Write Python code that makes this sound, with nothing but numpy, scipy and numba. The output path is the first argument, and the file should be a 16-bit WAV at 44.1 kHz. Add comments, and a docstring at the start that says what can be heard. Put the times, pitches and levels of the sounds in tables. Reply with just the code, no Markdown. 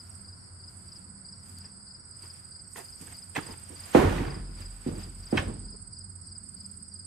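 """Crickets chirp and one trills to the right over a far insect chorus and a low rumble, all through the scene.
A wooden pallet is carried into an open sheet-metal shed, dropped on the dirt and nudged against the wall.
Each thud excites decaying pallet modes, a dense noise roar and slow booming modes of the wall sheets.
Slats clack as bursts of ticks into short modes; scuffs are dense grains under a faint high hiss.
Crickets are gliding tones, the chorus throbbing noise bands, the rumble and air wavering noise."""
import sys
import numpy as np
from scipy import signal
from scipy.fft import rfft, irfft, next_fast_len
from scipy.io import wavfile
from scipy.ndimage import uniform_filter1d
from numba import njit

SR = 44100
rng = np.random.default_rng(int(sys.argv[2]) if len(sys.argv) > 2 else 0)


def generate_wav(sig):
    """Save sig (samples, or channels by samples) to the path in sys.argv[1] as 16-bit PCM at SR."""
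    pcm = np.round(np.clip(np.atleast_2d(sig).T, -1, 1) * 32767).astype(np.int16)
    wavfile.write(sys.argv[1], SR, pcm)


N = 311409

# Blows on the pallet. Each row: time in seconds, relative level in dB, contact corner in Hz,
# extra pallet level in dB, factor on the wall's ring length.
BLOWS = [(3.006, -41, 240, 13, 0.2), (3.018, -44, 300, 12, .2), (3.378, -35.5, 302, 14, 0.19),
         (3.495, -47.5, 450, 10.5, 0.23), (3.70, -48.5, 600, 5, 0.3), (3.725, -53, 700, 6, .3),
         (3.9474, -17, 1101, 10, 0.68), (4.249, -32.5, 300, -6, 0.63), (4.59, -40, 200.4, -1, 0.51),
         (4.861, -30.5, 417, 11.5, 0.56), (4.869, -37.5, 397, 17.5, .4), (4.882, -38.5, 347, 18.5, .4),
         (4.929, -32.5, 255, 13, 0.21), (5.325, -24.5, 606, 8, 0.56), (5.334, -33, 450, 15.5, .4),
         (5.347, -36, 350, 14, 0.44), (5.376, -41, 200, 4, .4), (5.42, -37, 350, 9, .3),
         (5.46, -38, 252, -6, 0.49), (5.537, -41, 255, 0, 0.5), (5.932, -35, 88.3, -10, 0.41)]
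# Wing strokes of one near chirp. Each row: seconds from the chirp's time, relative level in dB,
# reference pitch in Hz; a faint late stroke trails.
NEAR_CHIRP = [(-.038, -1.5, 4960), (-.001, .8, 5080), (.04, 1.3, 5130), (.09, -12, 4900)]
# Wing strokes of one far chirp. Each row: seconds from the chirp's time, relative level in dB,
# reference pitch in Hz.
FAR_CHIRP = [(-.037, -0.5, 5480), (0, -0.5, 5600), (0.038, -0.5, 5600)]
SWELL_CYCLES = 14.3  # the sheets' build-up has a 60 dB time of this many periods, where the ring allows
DROP_S, DROP_DB = 5.76, -7  # the boom drops suddenly here


def undb(db):
    """Decibels to amplitude: 20 dB is a factor of ten."""
    return np.exp(np.asarray(db) * (np.log(10) / 20))


def level(x, db):
    """Scales a signal to an RMS level in dB."""
    return x * undb(db) / np.sqrt(np.mean(x ** 2))


def on_log(table, hz):
    """Interpolates (Hz, value) rows on a log-frequency axis."""
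    f, v = np.transpose(table)
    return np.interp(np.log(np.maximum(hz, 1)), np.log(f), v)


def shape(x, response):
    """Linear filtering: multiplies the spectrum by a response given as a function of Hz."""
    size = next_fast_len(x.shape[-1] + SR // 4)
    f = np.arange(size // 2 + 1) * SR / size
    return irfft(rfft(x, size) * response(f), size)[..., :x.shape[-1]]


def walk(rate, size=N):
    """Random modulation: levels held 1 / rate s and slewed twice; spread near 1."""
    k = int(SR / rate)
    steps = np.repeat(rng.standard_normal(size // k + 1), k)
    return 1.8 * uniform_filter1d(uniform_filter1d(steps, k), k)[:size]


def add(out, x, s):
    """Superposition: adds x to out from s seconds on."""
    i = int(round(s * SR))
    a, b = max(i, 0), min(i + x.shape[-1], N)
    if b > a:
        out[..., a:b] += x[..., a - i:b - i]


def hiss(hz, width, order=2, channels=1):
    """Band-limited noise: a random spectrum around hz; a higher order has steeper skirts."""
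    size = next_fast_len(N)
    f = np.arange(size // 2 + 1) * SR / size
    chance = rng.standard_normal((2, channels, len(f)))
    band = 1 + np.abs((f - hz) / (width / 2)) ** order
    return irfft((chance[0] + 1j * chance[1]) / band, size)[:, :N]


def scatter(x, t60, size, db):
    """Diffuse reflection: adds x convolved with a decaying noise tail, unlike in the two ports."""
    t = np.arange(size) / SR
    tail = rng.standard_normal((2, size)) * undb(-60 * t / t60)
    tail /= np.sqrt((tail ** 2).sum(1, keepdims=True))
    return x + signal.fftconvolve(x, tail, axes=1)[:, :N] * undb(db)


@njit
def ring(hz, gain, t60, size):
    """Modal superposition: struck modes are decaying sines, with one gain per channel."""
    out = np.zeros((2, size))
    for m in range(len(hz)):
        r, turn = np.exp(-np.log(1000) / (t60[m] * SR)), 2 * np.pi * hz[m] / SR
        a, b = 2 * r * np.cos(turn), r * r
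        now, before = r * np.sin(turn), 0.
        for i in range(min(size, int(.8 * t60[m] * SR))):
            out[0, i] += gain[0, m] * now
            out[1, i] += gain[1, m] * now
            now, before = a * now - b * before, now
    return out


def pallet():
    """Dispersion: bending waves in the boards travel faster at high pitch, so each ring opens treble first."""
    # Modes of the boards. Each row: nominal frequency in Hz, relative level in dB, 60 dB decay in seconds.
    modes = [(178, -14, .12), (218, -15, .07), (273, 1, 0.045), (307.7, -4, 0.17), (360.3, 0, 0.1),
             (423, -4.5, 0.056), (468, -3.5, .07), (509, 0, 0.15), (563, -14, 0.048), (659, 1, .11),
             (786, -5, 0.082), (870, -9, 0.1), (968, -16, 0.06)]
    travel = 0.1443  # time of a bending wave along the boards at 1 Hz, s; falls as 1 / sqrt(Hz)
    ports_db = 1.8  # spread of each mode's level between ports
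    out, (hz, db, t60) = np.zeros((2, N)), np.transpose(modes)
    for s, blow_db, corner_hz, share_db, _ in BLOWS:
        chance = rng.standard_normal((3, len(hz)))
        gain = undb(db + share_db + blow_db + ports_db * chance[1:]) / (1 + (hz / corner_hz) ** 2)
        wood = ring(hz * (1 + 0.0073 * chance[0]), gain, t60, SR // 4)

        def radiate(f):
            delay = np.exp(-4j * np.pi * travel * np.sqrt(f))
            open_slats = 1 + (140 / (f + 1)) ** 4  # they radiate no deep bass
            soft_contact = 1 + (f / (0.94 * corner_hz)) ** 4  # it excites little treble
            return delay / open_slats / soft_contact

        add(out, shape(wood, radiate), s - travel / np.sqrt(1500))  # 1500 Hz arrives on time
    return out


def sudden_drop():
    """Gain step: falls within 15 ms and stays down."""
    return undb(np.interp(np.arange(N) / SR, [DROP_S, DROP_S + .015], [0, DROP_DB]))


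def wall_roar(wall_db=-9, unlike=0.89, rattle_db=1.5):
    """Statistical acoustics: modes too many to tell apart become third-octave noise, the bass swelling late."""
    # Wall spectrum. Each row: frequency in Hz, relative level per Hz in dB.
    spectrum = [(55, -16), (100, -14), (200, -16), (350, -12), (510, -12), (700, -16.5), (1400, -19),
                (3000, -21)]
    # Wall decay before each blow's factor. Each row: frequency in Hz, 60 dB decay in seconds.
    decays = [(30, 1.9), (80, 2.24), (210, 1.62), (550, 1.01), (1500, 1.38), (3000, 0.69)]
    out, t = np.zeros((2, N)), np.arange(N) / SR
    for hz in 44 * 2 ** np.arange(0, 6.3, 1 / 3):
        power = np.zeros(N)
        for s, blow_db, corner_hz, _, last in BLOWS:
            t60 = on_log(decays, hz) * last
            since = t[:int(t60 * SR)]
            rise = min(SWELL_CYCLES / hz, .7 * t60)
            swell = undb(-60 * since / t60) - undb(-60 * since / rise)
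            add(power, (swell * undb(blow_db) / (1 + (hz / corner_hz) ** 2)) ** 2, s)
        apart = np.clip(unlike * np.log2(hz / 100) / 3, 0, 1)  # the ports hear the bass alike
        band_db = wall_db + on_log(spectrum, hz) + 10 * np.log10(hz / 9)
        noise = level(hiss(hz, hz / 4, order=4, channels=3), band_db)
        out += (np.sqrt(1 - apart ** 2) * noise[0] + apart * noise[1:]) * np.sqrt(power)
    return out * sudden_drop() * undb(rattle_db * walk(70))  # loose boards rattle the roar


def wall_boom(boom_db=-22, chatter_db=2.5):
    """Plate resonance: whole sheets flap in a few low modes that swell, then decay slowly."""
    # Flapping modes. Each row: frequency in Hz, relative level in dB,
    # 60 dB decay in seconds before each blow's factor.
    modes = [(43, 8.5, 4.9), (93, 13, 1.34), (111.8, 7, 1.2), (178, 1, 1.4), (305, 2, .9)]
    out, (hz, db, t60) = np.zeros((2, N)), np.transpose(modes)
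    drop = sudden_drop()
    for s, blow_db, corner_hz, _, last in BLOWS:
        size = int(np.clip(3 * last, .5, 3) * SR)
        sign = np.sign(rng.standard_normal(len(hz)))
        gain = sign * undb([db + boom_db + blow_db] * 2) / (1 + (hz / corner_hz) ** 2)
        rise = np.minimum(SWELL_CYCLES / hz, .7 * t60 * last)
        wall = ring(hz, gain, t60 * last, size) - ring(hz, gain, rise, size)
        boom = np.zeros((2, N))
        add(boom, wall * undb(chatter_db * walk(30, size=size)), s)
        out += boom if s > DROP_S else boom * drop  # a later blow booms in full
    return out


def clacks(rate=4000):
    """Stick-slip excitation: a skid is a burst of uneven ticks into the slat modes; the shed smears it."""
    # Clacks and skids. Each row: start in seconds, relative level in dB, rise in seconds,
    # length in seconds (fall to 1/e), brightness in dB per octave.
    skids = [(1.637, -58.5, 0.005, .04, 1.5), (2.233, -51.5, .003, 0.027, -1.5),
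             (2.757, -41.5, 0.00052, 0.0057, 1), (2.769, -45, 0.0089, 0.043, -3.5),
             (3.07, -55, .002, .015, 6), (3.122, -52.5, .003, .01, 2), (3.35, -41, .003, 0.0061, 8),
             (3.357, -27.5, .003, 0.0058, 4), (3.364, -27.5, .002, .006, 0.5),
             (3.376, -32, .003, 0.017, -1), (3.461, -45.5, .003, 0.015, -2),
             (3.484, -45.5, .003, 0.032, -5), (3.535, -50, .002, 0.01, 7), (3.948, -31, .001, .006, 10),
             (3.948, -20.5, .002, 0.1, -5.5), (4.034, -34, .003, .015, -3), (4.086, -37.5, .004, .025, 4),
             (4.178, -37.5, .002, 0.013, 0.5), (4.162, -39, .01, 0.17, -3), (4.244, -40, .002, .012, -1),
             (4.278, -43.5, .002, .02, 1), (4.31, -49, .01, .07, 0), (5.3705, -33, .001, .004, 14),
             (5.372, -23.5, 0.0022, 0.007, 11), (5.381, -30, .002, .014, 5), (5.736, -53, .004, 0.02, -8)]
    # Slat modes. Each row: nominal frequency in Hz, relative level in dB, 60 dB decay in seconds.
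    modes = [(371, 4, 0.028), (723, 1.5, 0.02), (893, 2.5, 0.019), (1116, 3, 0.017), (1245, 0, .017),
             (1420, -0.5, 0.017), (1540, 0.5, 0.014), (1775, 3, 0.014), (2100, -0.5, 0.014),
             (2550, -2, .01), (2790, -6.5, 0.01), (3130, -8, 0.0089), (3330, -9.5, .008),
             (3800, -15, 0.005), (4300, -22, .005), (5200, -24, .006)]
    out, (hz, db, t60) = np.zeros((2, N)), np.transpose(modes)
    t = np.arange(SR // 2) / SR
    for s, blow_db, rise, length, tilt_db in skids:
        chance = rng.random((3, len(t)))
        ticks = (chance[0] < rate / SR) * (chance[1] - .5) * chance[2] ** 2
        ticks = ticks * np.minimum(t / max(rise, 1e-4), 1) * np.exp(-(t / length) ** 2)
        spread_db = 1.7 * rng.standard_normal(len(hz)) + 2.0 * rng.standard_normal((2, len(hz)))
        gain = undb(db + tilt_db * np.log2(hz / 1000) + spread_db)
        gain *= (-1) ** np.arange(len(hz))  # neighbouring modes swing against each other
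        body = ring(hz * (1 + 0.014 * rng.standard_normal(len(hz))), gain, t60, SR // 8)
        x = signal.fftconvolve(ticks[None], body, axes=1)
        add(out, x / np.abs(x).max() * undb(blow_db + 10.5), s)
    return scatter(out, .25, SR // 2, -12)


def scuffing(rate=5000, spread_db=1.45):
    """Granular friction: dense random grains with a woody middle and a faint high hiss swell and die away."""
    # Scuffs of shoes, slats and grit. Each row: peak time in seconds, relative level in dB,
    # relative level of the high hiss in dB, 60 dB rise in seconds, 60 dB fall in seconds.
    scuffs = [(.1, -67.5, 1.5, 2, .9), (.7, -77, 6, 0.1, .9), (.98, -67.5, -4, 2, 0.5),
              (1.49, -64.5, 4.5, 0.3, .5), (1.65, -65.5, -14, 0.8, 0.5), (2.24, -59.5, -1, 0.28, 0.36),
              (2.37, -63.5, -3, 0.5, .7), (2.72, -78, 18, 0.1, .4), (2.77, -45.5, -1.5, 0.05, 0.22),
              (2.86, -65.5, 5.5, 0.44, 1), (3.015, -58, 4, .08, .3), (3.125, -56, -3, 0.4, .22),
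              (3.22, -68.5, 3, .5, 1), (3.365, -32.5, -16, 0.0357, 0.14), (3.43, -53.5, -9, 0.17, 0.6),
              (3.53, -56, -5, 0.35, 0.07), (3.9, -51.5, -2.5, 1.5, 0.5),
              (3.954, -31.5, -16.5, 0.0754, 0.77), (4.17, -45, -18, 0.66, 0.79),
              (4.61, -52.5, -8, 0.26, .3), (4.75, -64.5, -3, 0.6, .8), (4.88, -53.5, -14, 0.23, 0.26),
              (5.02, -52.5, -7.5, .5, 0.32), (5.31, -60, -3.5, 1.5, .6), (5.39, -34, -34, 0.16, 0.16),
              (5.45, -52.5, -24, 0.32, 0.7), (6.66, -73, 2, 2.1, 1.5)]
    t, (loud, hissing) = np.arange(N) / SR, np.zeros((2, N))
    for s, db, hiss_db, rise, fall in scuffs:
        gain = undb(db - 60 * np.where(t < s, (s - t) / rise, (t - s) / fall))
        loud, hissing = loud + gain, hissing + gain * undb(hiss_db)
    grains = (rng.random((3, N)) < rate / SR) * rng.standard_normal((3, N))
    grains = grains * undb(spread_db * rng.exponential(size=(3, N)))
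    # one part common to both ports, one grainy and one smooth part for each
    grains = grains[0] + 0.49 * grains[1:] + 0.71 * rng.standard_normal((2, N))
    woody = [(200, -8), (600, 4.0), (1500, 2.0), (3000, -2.5), (6000, -13), (12000, -29)]  # (Hz, dB)
    high = [(4000, -37), (7000, 1), (10000, 0.0), (14000, -7.5), (14800, -30.5)]  # (Hz, dB)
    middle = level(shape(grains, lambda f: undb(on_log(woody, f))), 1.26)
    high_hiss = level(shape(grains, lambda f: undb(on_log(high, f))), 1.8)
    return loud * middle + hissing * high_hiss


def snaps():
    """Impulsive fracture: grit or splinters give one short, bright, decaying noise tick each."""
    # Tiny dry snaps. Each row: start in seconds, relative level in dB.
    ticks = [(1.5863, -38), (2.0994, -59), (2.4894, -55), (3.1687, -41), (3.598, -42)]
    out, t = np.zeros(N), np.arange(SR // 100) / SR
    for s, db in ticks:
        add(out, rng.standard_normal(len(t)) * undb(db + 1.5 - 60 * t / 0.0086), s)
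    bright = [(1500, -21), (4000, -9), (10000, 4.0), (15000, -7)]  # (Hz, dB)
    return shape(out, lambda f: undb(on_log(bright, f)))


def shade_left(shed):
    """Acoustic shadowing: the shed lies nearer the right port; the left hears it later and shaded."""
    # Lag of the left port. Each row: frequency in Hz, phase in radians.
    lag = [(0, 0), (480, -1.3), (760, -5.2), (2070, -6.8), (4500, -6.3)]
    # Shading of the left port. Each row: frequency in Hz, gain in dB.
    shade = [(100, -.3), (200, -1.0), (350, -4.5), (550, -8), (1200, -6.5), (2200, -.5), (4400, 0),
             (8000, -5), (15000, -1)]

    def response(f):
        return undb(on_log(shade, f)) * np.exp(1j * np.interp(f, *np.transpose(lag)))

    shed[0] = shape(shed[0], response)
    return shed


def stroke(from_hz, to_hz, length, rise, lift_hz=0., rough_db=1.5):
    """Stridulation: a wing stroke is a grainy tone that swells, lifts into pitch, slides down and stops."""
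    u = np.arange(int(length * SR)) / (length * SR)
    grain = undb(rough_db * np.interp(u, np.linspace(0, 1, 12), rng.standard_normal(12)))
    # the integral of a pitch that starts lift_hz low and slides towards to_hz
    turns = length * (from_hz * u + (to_hz - from_hz) * u ** 3 / 3 + lift_hz * (1 - u) ** 4 / 4)
    return grain * np.sin(np.pi * u ** rise) * np.sin(2 * np.pi * (turns + rng.random()))


def pan(left_db, right_db):
    """Level difference between the ports: a column of decibels, left above right."""
    return np.array([[left_db], [right_db]])


def near_cricket(out):
    """Pulsed stridulation: three strokes a chirp rise in level and pitch, then a faint one follows."""
    # Chirps of the nearer cricket: time of the middle stroke in seconds.
    chirps = [-.042, .281, .634, .915, 1.282, 1.605, 1.903, 2.257, 2.548, 2.881, 3.178, 3.464, 3.79, 4.3,
              4.613, 4.988, 5.264, 5.68, 5.963, 6.311, 6.602, 6.951]
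    for s in chirps:
        for lag, step_db, hz in NEAR_CHIRP:
            db = -45 + step_db + rng.normal(0, .9) + pan(1.7, -1.8)
            add(out, stroke(hz, hz - 760, 0.025, 0.8, lift_hz=120, rough_db=1.0) * undb(db), s + lag)


def far_cricket(out):
    """Pulsed stridulation: a softer, higher cricket with three even strokes a chirp."""
    # Chirps of the farther cricket: time of the middle stroke in seconds.
    chirps = [.105, .4, .916, 1.351, 1.638, 1.999, 2.331, 2.676, 2.975, 3.681, 5.23, 5.945, 6.253, 6.888]
    for s in chirps:
        for lag, step_db, hz in FAR_CHIRP:
            db = -58.5 + step_db + rng.normal(0, 1.2) + pan(.5, -.5)
            add(out, stroke(hz, hz - 350, 0.02, 0.92) * undb(db), s + lag)


def third_cricket(out):
    """Pulsed stridulation: a rougher cricket on the left joins for a while."""
    # Chirps of the third cricket. Each row: time of the middle stroke in seconds, relative level in dB.
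    chirps = [(1.82, -55), (2.146, -51), (2.48, -51), (2.805, -51), (3.13, -55), (3.425, -51)]
    for s, chirp_db in chirps:
        for lag, step_db, hz in NEAR_CHIRP[:3]:
            db = chirp_db + step_db + rng.normal(0, 1.5) + pan(2.5, -5.0)
            add(out, stroke(hz - 60, hz - 500, 0.0218, .8, rough_db=2.5) * undb(db), s + lag)


def distant_crickets(out):
    """Random superposition: crickets further out chirp at uneven times, mostly to the left."""
    for s, pitch, size in rng.random((22, 3)):
        for lag, step_db, _ in FAR_CHIRP:
            db = -56.0 + 3.3 * size + step_db + pan(2.5, -4.0)
            x = stroke(4900 + 250 * pitch, 4500 + 250 * pitch, 0.0208, 1.0)
            add(out, x * undb(db), s * N / SR + lag)


def trill(out):
    """Sustained pulse train: strokes follow evenly; a cold start is quicker, lower and softer."""
    # Phrases. Each row: start in seconds, end in seconds, settled stroke period in seconds,
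    # time gained by a hurried start in seconds, warm-up in seconds, warm relative level in dB.
    phrases = [(.038, .23, .058, 0, .005, -37), (.773, 3.98, .05637, .013, 1.6, -36.5),
               (4.556, 7.07, .05596, .0225, .9, -34.5)]
    hurry_strokes = 2.8  # strokes over which the hurry eases to 1/e
    warm_hz, cold_hz, cold_db = 8170, -200, -7  # reference pitch; offsets at the cold start
    for start, end, period, gained, warm_up, warm_db in phrases:
        count = np.arange(int((end - start + gained) / period) + 1)
        for t in period * count - gained * (1 - np.exp(-count / hurry_strokes)):
            cold, chance = np.exp(-t / warm_up), rng.standard_normal(2)
            f = warm_hz + cold_hz * cold
            db = warm_db + cold_db * cold + 1.1 * chance[0] + pan(-19.0, 0)
            x = stroke(f + 60, f - 120, 0.0175, 1.05, lift_hz=150, rough_db=.8)
            add(out, x * undb(db), start + t - .007 + 0.0015 * chance[1])


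def crickets():
    """Outdoor scattering: grass and walls add a short diffuse tail to the chirps and trill."""
    out = np.zeros((2, N))
    for sing in (near_cricket, far_cricket, third_cricket, distant_crickets, trill):
        sing(out)
    return scatter(out, 0.18, SR // 5, -13)


def chorus():
    """Incoherent summation: many far insects blur into throbbing noise bands."""
    # Bands of the chorus. Each row: centre in Hz, width in Hz, left level in dB, right level in dB,
    # throb in dB.
    bands = [(4840, 860, -57, -62, 1.5), (8260, 730, -59.5, -60, 1.5), (8420, 1770, -61.5, -51.5, 1.14)]
    out = np.zeros((2, N))
    for hz, width, left_db, right_db, throb_db in bands:
        for ear, db in enumerate((left_db, right_db)):
            out[ear] += level(hiss(hz, width, order=4)[0] * undb(throb_db * walk(40)), db)
    return out


def air():
    """Diffuse field: far traffic and wind as swelling half-octave noise, alike in both ports in the bass."""
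    # Spectrum of the air. Each row: frequency in Hz, relative level per Hz in dB.
    spectrum = [(20, -32), (45, -9), (65, -5), (130, -4.5), (200, -14), (300, -16.5), (500, -27),
                (1000, -27), (1500, -23), (1850, -25), (2150, -43), (2800, -47.5), (4000, -45.5),
                (6700, -83.5), (11000, -62), (15000, -72)]
    out, swell, t = 0, walk(0.9), np.arange(N) / SR
    for hz in 22 * 2 ** np.arange(0, 9.6, .5):
        mid, side = hiss(hz, hz / 3, channels=2)
        recede_db = -0.52 * (t - 3) * (hz > 400)  # far traffic slowly recedes, dB per s
        db = on_log(spectrum, hz) + .5 * swell + 0.53 * walk(2) + recede_db
        out = out + undb(db) * (mid + min(hz / 350.0, 1.1) * side * np.array([[1], [-1]]))
    return level(out, -55)


def rumble():
    """Energy addition: a wavering hum and drone of narrow noise, and every thud stirs both bands."""
    # Wavering of the unstirred rumble. 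Each row: time in seconds, relative hum level in dB,
    # relative drone level in dB.
    waver = [(0, -55, -62.5), (.25, -50.5, -60), (.53, -51, -67.5), (1.16, -61.5, -54), (1.59, -52, -58),
             (1.81, -69, -60.5), (2.18, -53, -77), (2.65, -61, -81), (3.85, -53.5, -65), (6.02, -51.5, -64),
             (6.53, -51, -53.5), (7.06, -52, -60.5)]
    # Stirring by a thud, hum row then drone row. Each row: level relative to the thud in dB,
    # swell in seconds, 60 dB decay in seconds.
    stir = [(-19.5, 0.097, 1.03), (-22.5, .12, 1.35)]
    out, t = 0, np.arange(N) / SR
    s, *far_db = np.transpose(waver)
    for hz, width, db, (under_db, rise, t60) in zip((90.6, 191.2), (15.0, 50.), far_db, stir):
        power = undb(2 * np.interp(t, s, db))
        for when, blow_db, *_ in BLOWS:
            since = np.maximum(t - when, 0)
            fall_db = -60 * np.maximum(since - rise, 0) / t60
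            stirred = np.minimum(since / rise, 1) ** 2 * undb(blow_db + under_db + fall_db)
            power = power + stirred ** 2
        out = out + level(hiss(hz, width), 0) * np.sqrt(power)
    return out * undb(pan(-.7, .7))


def scene():
    """Superposition of the shaded shed sounds and the outdoor sounds."""
    shed = pallet() + wall_roar() + wall_boom() + clacks() + scuffing() + snaps()
    return shade_left(shed) + crickets() + chorus() + air() + rumble()


def record(dry):
    """Band-limiting and soft saturation: cuts the lowest bass, rounds the peaks and cuts the top."""
    dry = signal.sosfilt(signal.butter(2, 25, "high", fs=SR, output="sos"), dry)
    dry = dry / (1 + np.abs(dry / .95) ** 4) ** .25
    return signal.sosfilt(signal.ellip(8, .2, 70, 15000, fs=SR, output="sos"), dry)


dry = scene()
out = record(dry)
generate_wav(out)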